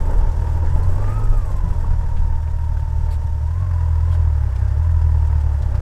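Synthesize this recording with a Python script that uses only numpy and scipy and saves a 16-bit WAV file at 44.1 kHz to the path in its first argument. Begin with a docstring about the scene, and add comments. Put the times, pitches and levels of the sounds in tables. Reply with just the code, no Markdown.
"""Motorcycle on a gravel lane, from the saddle.

A twin-cylinder tourer at low speed, microphone at the rider's seat, behind the windscreen.
Close below, the exhaust throbs, the valve gear clatters and a gear whines as the throttle opens and
shuts. Wind buffets the microphone, the tyres crunch over grit, and bumps rattle the bodywork."""
import sys
import numpy as np
from scipy import signal
from scipy.fft import rfft, irfft, next_fast_len
from scipy.io import wavfile

SR = 44100
rng = np.random.default_rng(int(sys.argv[2]) if len(sys.argv) > 2 else 0)


def wav_record(signal):
    """Record a signal, one row per channel, as 16-bit PCM in the file named by sys.argv[1]."""
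    frames = np.transpose(np.atleast_2d(signal))
    bounded = np.clip(frames, -1, 1)
    # unit amplitude maps onto the largest positive 16-bit level
    quanta = np.round(bounded * 32767).astype(np.int16)
    wavfile.write(sys.argv[1], SR, quanta)


N = 256220
T = np.arange(N) / SR
CRUISE_HZ, CRUISE_DB = 38, -21  # engine cycle rate and firing level when cruising


def amp(db):
    """Decibels to gain."""
    return 10 ** (np.asarray(db) / 20)


def unit(x):
    """Scales to rms 1."""
    return x / np.sqrt(np.mean(x ** 2) + 1e-20)


def played(rows):
    """The columns of a time table, interpolated at every sample."""
    times, *columns = np.transpose(rows)
    return [np.interp(T, times, column) for column in columns]


def gain_at(spectrum, hz):
    """Reads a spectrum's gain on a log-frequency axis."""
    f, db = np.transpose(spectrum)
    return amp(np.interp(np.log(hz + 1), np.log(f + 1), db))


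def coloured(x, spectrum):
    """Filters x by a spectrum, to rms 1."""
    size = next_fast_len(len(x))
    gain = gain_at(spectrum, np.fft.rfftfreq(size, 1 / SR))
    return unit(irfft(rfft(x, size) * gain, size)[:len(x)])


def wander(hz):
    """Random drift of rms 1, at rates up to about hz."""
    size = next_fast_len(N)
    lowpass = np.exp(-(np.fft.rfftfreq(size, 1 / SR) / hz) ** 2)
    return unit(irfft(rfft(rng.standard_normal(size)) * lowpass, size)[:N])


def add(mix, start_s, sound):
    """Mixes a sound in at start_s."""
    part = mix[max(round(start_s * SR), 0):][:len(sound)]
    part += sound[:len(part)]


def rattle(length_s, hz, octaves):
    """A short burst of noise ringing around one pitch, quick to rise and slower to die."""
    t, f = np.arange(8192) / SR, np.fft.rfftfreq(8192, 1 / SR)
    band = np.exp(-.5 * (np.log2((f + 1) / hz) / octaves) ** 2)
    ring = unit(irfft(rfft(rng.standard_normal(len(t))) * band))
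    age = 4 * t / length_s  # loudest at a quarter of the length
    return ring * age * np.exp(1 - age)


def singing(wind_db, hz=5621, drift_hz=6, level_db=-74, wind_follows=.33):
    """Far back in the mix, a thin high tone that wavers slightly and is stronger in the wind."""
    db = level_db + wind_follows * (wind_db - wind_db.mean())
    flicker = 1 + .25 * wander(25)
    phase = 2 * np.pi * np.cumsum(hz + drift_hz * wander(18)) / SR
    return np.sqrt(2) * amp(db) * flicker * np.sin(phase)


# Knocks on the panels around the seat: t/s, level/dB, length/s, f/Hz, spread/octaves
PANEL_KNOCKS = [(0.659, -42, 0.042, 1570, 0.23), (0.832, -54, .015, 4400, .08),
                (1.064, -49, 0.11, 1780, 0.35), (1.841, -37.5, 0.021, 1010, .27),
                (2.165, -48.5, 0.027, 2180, 0.62), (2.473, -48, 0.011, 1500, 0.6),
                (3.104, -51, 0.029, 4540, 0.011), (3.11, -61, 0.04, 12000, .09),
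                (4.105, -58, 0.062, 3280, .06), (4.249, -40, 0.016, 890, 0.34),
                (4.428, -44.5, .025, 1690, .25), (4.557, -48, 0.019, 1900, 1.3),
                (4.611, -49, 0.081, 1580, 0.1), (4.676, -56, 0.023, 3000, 1.1),
                (5.41, -52, 0.014, 2200, 1.2), (5.621, -51, 0.02, 4000, 0.71),
                (5.75, -50.5, 0.024, 2500, 1.1)]
def knocks():
    """Stones and bumps knock and ring the bodywork."""
    out = np.zeros(N)
    for start, db, length, hz, octaves in PANEL_KNOCKS:
        add(out, start, amp(db) * rattle(length, hz, octaves))
    return out


# Grit thrown up below the seat: t/s, level/dB, length/s
GRIT_SPRAYS = [(3.084, -44.5, 0.096), (4.087, -46, 0.094)]
# Spectrum of the flying grit: f/Hz, relative level/dB
SPRAY_SPECTRUM = [(500, 9.5), (1500, 1), (2900, -1), (3700, -3), (5000, -4), (6200, -11), (8000, -3.5),
                  (10000, -10.5), (12000, -12), (14000, -16), (16000, -26)]
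def sprays():
    """The tyre flings grit in brief swells of hiss."""
    out = np.zeros(N)
    for start, db, length in GRIT_SPRAYS:
        swell = np.hanning(int(length * SR))
        hiss = coloured(rng.standard_normal(SR), SPRAY_SPECTRUM)[:len(swell)]
        add(out, start, amp(db) * swell * hiss)
    return out


# Stretches of washboard along the lane: t/s, length/s, chink level/dB
WASHBOARD_STRETCHES = [(0.0, .17, -56), (.4, .14, -61), (.72, .45, -57.5), (1.184, .37, -56),
                       (1.677, .15, -60)]
def chinks(hz=7820, pitch_scatter=.01, per_s=36, scatter_db=2.5, scrape_db=-3.5):
    """Washboard shakes loose metal; each touch is a narrow ring with a gritty scrape."""
    out = np.zeros(N)
    for start, length, db in WASHBOARD_STRETCHES:
        for slot in np.arange(start, start + length, 1 / per_s):
            onset = slot + rng.random() / per_s
            strength, detune = rng.standard_normal(2)
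            ring = rattle(length_s=.0063, hz=hz * (1 + pitch_scatter * detune), octaves=.018)
            scrape = amp(scrape_db) * rattle(length_s=.027, hz=8500, octaves=.58)
            add(out, onset, amp(db + scatter_db * strength) * (ring + scrape))
    return out


# Tyre roar, heard from the seat: f/Hz, relative level/dB
ROAR_SPECTRUM = [(100, 2.5), (220, 1), (340, 1), (430, 2), (540, 1.5), (605, 2), (700, -7), (790, -5),
                 (880, 4.5), (1050, -8), (1400, -11.5), (2200, -27.5), (5000, -45.5)]
# Gravel under the tread: f/Hz, relative level/dB
CRUNCH_SPECTRUM = [(1200, -13), (2500, 1.5), (3400, 3), (4000, -1), (5000, -0.5), (6000, 1), (8000, 0),
                   (9000, -3.5), (11000, -8), (13500, -10), (15500, -37)]
def tyres(roar_db, road_db, crunch_db=-59, road_follows=.27, stones_per_s=900, snap_s=.0011):
    """A patchy rolling roar, with grit snapping under the tread in small clumps."""
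    hits = rng.random(N) < stones_per_s / SR
    stones = hits * amp(2 * np.minimum(rng.exponential(1, N), 4))
    snaps = signal.lfilter([1], [1, -np.exp(-1 / (snap_s * SR))], stones) * rng.standard_normal(N)
    crunch = coloured(.3 * unit(snaps) + .7 * rng.standard_normal(N), CRUNCH_SPECTRUM)
    roar = coloured(rng.standard_normal(N), ROAR_SPECTRUM)
    patches_db, clumps_db = 1.64 * wander(22), 1.55 * wander(60)
    return amp(roar_db + patches_db) * roar + amp(crunch_db + road_follows * road_db + clumps_db) * crunch


# Eddies right on the microphone: f/Hz, relative level/dB
EDDY_SPECTRUM = [(5, -14.5), (16, -4), (23, -0.5), (28, -4), (38, -4), (50, -13), (65, -14), (110, -25),
                 (160, -23.5), (200, -33), (240, -38), (400, -48.5), (1000, -90)]
def wind(level_db, gust_db=2.4, dull_hz=170):
    """Lumpy eddies behind the windscreen strike the microphone, one about as strong as the next."""
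    eddies = np.tanh(.31 * coloured(rng.standard_normal(N), EDDY_SPECTRUM))
    rumble = unit(signal.sosfilt(signal.butter(2, dull_hz, fs=SR, output="sos"), eddies))
    return amp(level_db + gust_db * wander(27)) * rumble


def intake(cycles, load_db, level_db=-54, load_follows=.26, airbox_hz=605, width_hz=60):
    """Each gulp of air rings the airbox: a growl that grows with the throttle."""
    gulps = (1 + np.cos(2 * np.pi * cycles)) * rng.standard_normal(N)
    airbox = signal.iirpeak(airbox_hz, airbox_hz / width_hz, SR)
    growl = unit(signal.lfilter(*airbox, signal.lfilter(*airbox, gulps)))
    return amp(level_db + load_follows * load_db) * growl


def clatter_level(speed, load_db, road_db, cruising_db=-47, load_follows=.27, road_follows=.29):
    """The engine clatters more when racing, when labouring at low revs, under load and on rough ground."""
    octaves = np.log2(speed / CRUISE_HZ)
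    racing_db, labouring_db = 2 * np.maximum(octaves, 0), 9.5 * np.maximum(-octaves, 0)
    return cruising_db + racing_db + labouring_db + load_follows * load_db + road_follows * road_db


# Ringing of the engine cases and covers: f/Hz, width/Hz, level/dB re the broad response
CASE_RESONANCES = [(406, 31, -9), (580, 61, 3), (876, 56, -1.5), (1550, 79, -4), (1687, 69, -3),
                   (1813, 39, -1), (2720, 130, -0.5), (4880, 300, -0.5)]
# Broad response of the cases, close below the microphone: f/Hz, relative level/dB
CASE_SPECTRUM = [(300, -6), (480, -22), (560, -19), (720, 4), (860, 4.5), (1000, 5.5), (1150, 1), (1350, 2),
                 (1650, -2), (1900, -4), (2250, -9.5), (2700, -14.5), (4000, -23), (5000, -18.5),
                 (8000, -28.5), (12000, -37), (15500, -54.5)]
def clatter(cycles, level_db, lead_cycles=.2, knock_cycles=.36, tap_cycles=.028, uneven_db=5):
    """The main firing and four valve closings a cycle shake the cases, ahead of the exhaust beat."""
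    cycles = cycles + lead_cycles
    cycle, valve = cycles.astype(int), (4 * cycles).astype(int)
    cycle_age, valve_age = cycles % 1, 4 * cycles % 1 / 4
    strength = amp(uneven_db * np.minimum(rng.standard_normal((2048, 2)), 2))
    knock = .9 * strength[cycle, 0] * np.exp(-cycle_age / knock_cycles)
    taps = .23 * strength[valve, 1] * np.exp(-valve_age / tap_cycles)
    # the same parts meet in every cycle, so some of the noise repeats and sounds as engine overtones
    repeating = np.interp(cycle_age, np.linspace(0, 1, 1024), rng.standard_normal(1024))
    shake = (1 + knock + taps) * (.25 * unit(repeating) + rng.standard_normal(N))
    ringing = sum(amp(db) * signal.lfilter(*signal.iirpeak(hz, hz / width, SR), shake)
                  for hz, width, db in CASE_RESONANCES)
    return amp(level_db) * coloured(shake + ringing, CASE_SPECTRUM)


# How well the gear housing radiates toward the seat: f/Hz, relative level/dB
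HOUSING_RESPONSE = [(780, -56), (870, -48), (915, -42), (975, -41), (1040, -43.5), (1130, -44.5),
                    (1240, -38.5), (1300, -39)]
def gear_whine(cycles, speed, firing_db, teeth_per_cycle=24, gain_db=-3, swing_rad=.62, flutter_rad=.4):
    """Meshing teeth; the crank speeds up and slows within each cycle, more so under load."""
    mesh_hz = teeth_per_cycle * speed
    slack = .014 * (CRUISE_HZ / speed) ** 2 * wander(7)  # drive slack bends the pitch, less at high revs
    angle, torque = 2 * np.pi * cycles, unit(amp(firing_db))
    phase = 2 * np.pi * np.cumsum(mesh_hz * (1 + slack)) / SR
    phase += swing_rad * torque * np.sin(angle) + flutter_rad * wander(40)
    throb = 1 + .29 * np.cos(angle)
    contact = unit(throb * (1 + .34 * wander(28)))
    tone = np.sin(phase) + amp(-21) * np.sin(2 * phase) + amp(-14) * wander(51) * np.sin(phase / 2)
    return np.sqrt(2) * amp(gain_db) * gain_at(HOUSING_RESPONSE, mesh_hz) * contact * tone


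# What the silencer passes of the overtones: f/Hz, gain/dB
SILENCER_RESPONSE = [(90, 7.5), (122, -2.5), (138, -4.5), (152, -22.5), (168, -16), (200, -27.5),
                     (260, -32), (400, -43)]
# Gas puffing from the silencer, a short way from the seat: f/Hz, relative level/dB
PUFF_SPECTRUM = [(20, -4), (50, -11.5), (82, 8), (125, 2.5), (160, -7), (220, -34.5), (400, -54.5)]
def exhaust(cycles, speed, firing_db, load_db, lope_db=-27, even_db=-8, puff_db=-32.5):
    """Two unevenly spaced firings a cycle: a strong note, a lope an octave under it, muffled overtones."""
    angle = 2 * np.pi * cycles
    firing = amp(firing_db) * np.cos(2 * angle)
    lope = amp(lope_db + .94 * (firing_db - firing_db.mean())) * np.cos(angle + np.pi / 12)
    late = angle - np.pi / 16  # the silencer holds the overtones back a little
    overtones = np.zeros(N)
    for k in range(3, 9):
        pair_gain = amp(even_db) if k % 2 == 0 else 1  # the two firings partly cancel in even overtones
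        overtones += pair_gain * gain_at(SILENCER_RESPONSE, k * speed) * np.cos(k * late)
    burn = 1 + .08 * wander(25)  # no two cycles burn alike
    gas = amp(puff_db) * coloured((1 + np.cos(angle)) * rng.standard_normal(N), PUFF_SPECTRUM)
    overtones *= amp(-31 + .87 * load_db) * (1 + .27 * wander(46))  # rough, and rising with the throttle
    return gas - np.sqrt(2) * burn * (lope + firing + overtones)


# Engine speed, in four-stroke cycles a second: t/s, f/Hz
ENGINE_SPEED = [(0, 37.82), (0.68, 39.52), (0.92, 44.38), (1.16, 53.29), (1.34, 52.27), (1.51, 44.82),
                (1.82, 38.43), (2.49, 38.17), (3.45, 37.75), (3.62, 46.35), (3.75, 41.65), (4.01, 39.47),
                (4.1, 42.9), (4.39, 36.72), (4.56, 30.78), (4.71, 33.14), (4.85, 41.89), (5.05, 39.42),
                (5.62, 35.52), (5.81, 30.87)]
# Throttle, as the strength of the firing note at the seat: t/s, level/dB
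FIRING_LEVEL = [(0.0, -25.5), (0.7, -18.5), (1.1, -22), (1.4, -28), (1.7, -23.5), (2.0, -22.5), (3.4, -21),
                (4.2, -15), (4.58, -21), (4.87, -15), (5.3, -16), (5.81, -21)]
def engine(road_db):
    """Close below the rider, one crank drives exhaust, intake, clatter and whine."""
    speed, = played(ENGINE_SPEED)
    firing_db, = played(FIRING_LEVEL)
    load_db = firing_db - CRUISE_DB
    cycles = 3 / 4 + np.cumsum(speed) / SR
    return (exhaust(cycles, speed, firing_db, load_db) + intake(cycles, load_db)
            + clatter(cycles, clatter_level(speed, load_db, road_db))
            + gear_whine(cycles, speed, firing_db))


# The ride down the lane, at the microphone: t/s, wind level/dB, tyre roar level/dB
RIDE_LEVELS = [(0, -12.5, -33.5), (.5, -21.5, -37.5), (.78, -16, -36.5), (1.08, -18.5, -34.5),
               (1.32, -15, -38.5), (1.85, -18, -41.5), (2.65, -24, -47.5), (3.4, -23.5, -49),
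               (3.75, -42, -45.5), (4.6, -31, -45), (5.35, -34, -43.5), (5.81, -26, -42)]
def scene():
    """Engine, wind, gravel and rattles meet at one microphone at the rider's seat."""
    wind_db, roar_db = played(RIDE_LEVELS)
    road_db = roar_db - roar_db.mean()  # how much rougher the ground is than on average
    mix = engine(road_db) + wind(wind_db) + tyres(roar_db, road_db) + singing(wind_db)
    return (mix + knocks() + sprays() + chinks())[None]


def record(dry):
    """Soft ends and a band limit in the top treble."""
    soft = dry * signal.windows.tukey(N, .002)
    lowpass = signal.firwin(511, cutoff=15600, window=("kaiser", 9), fs=SR)
    return signal.oaconvolve(soft, lowpass[None], "same")


dry = scene()
out = record(dry)
wav_record(out)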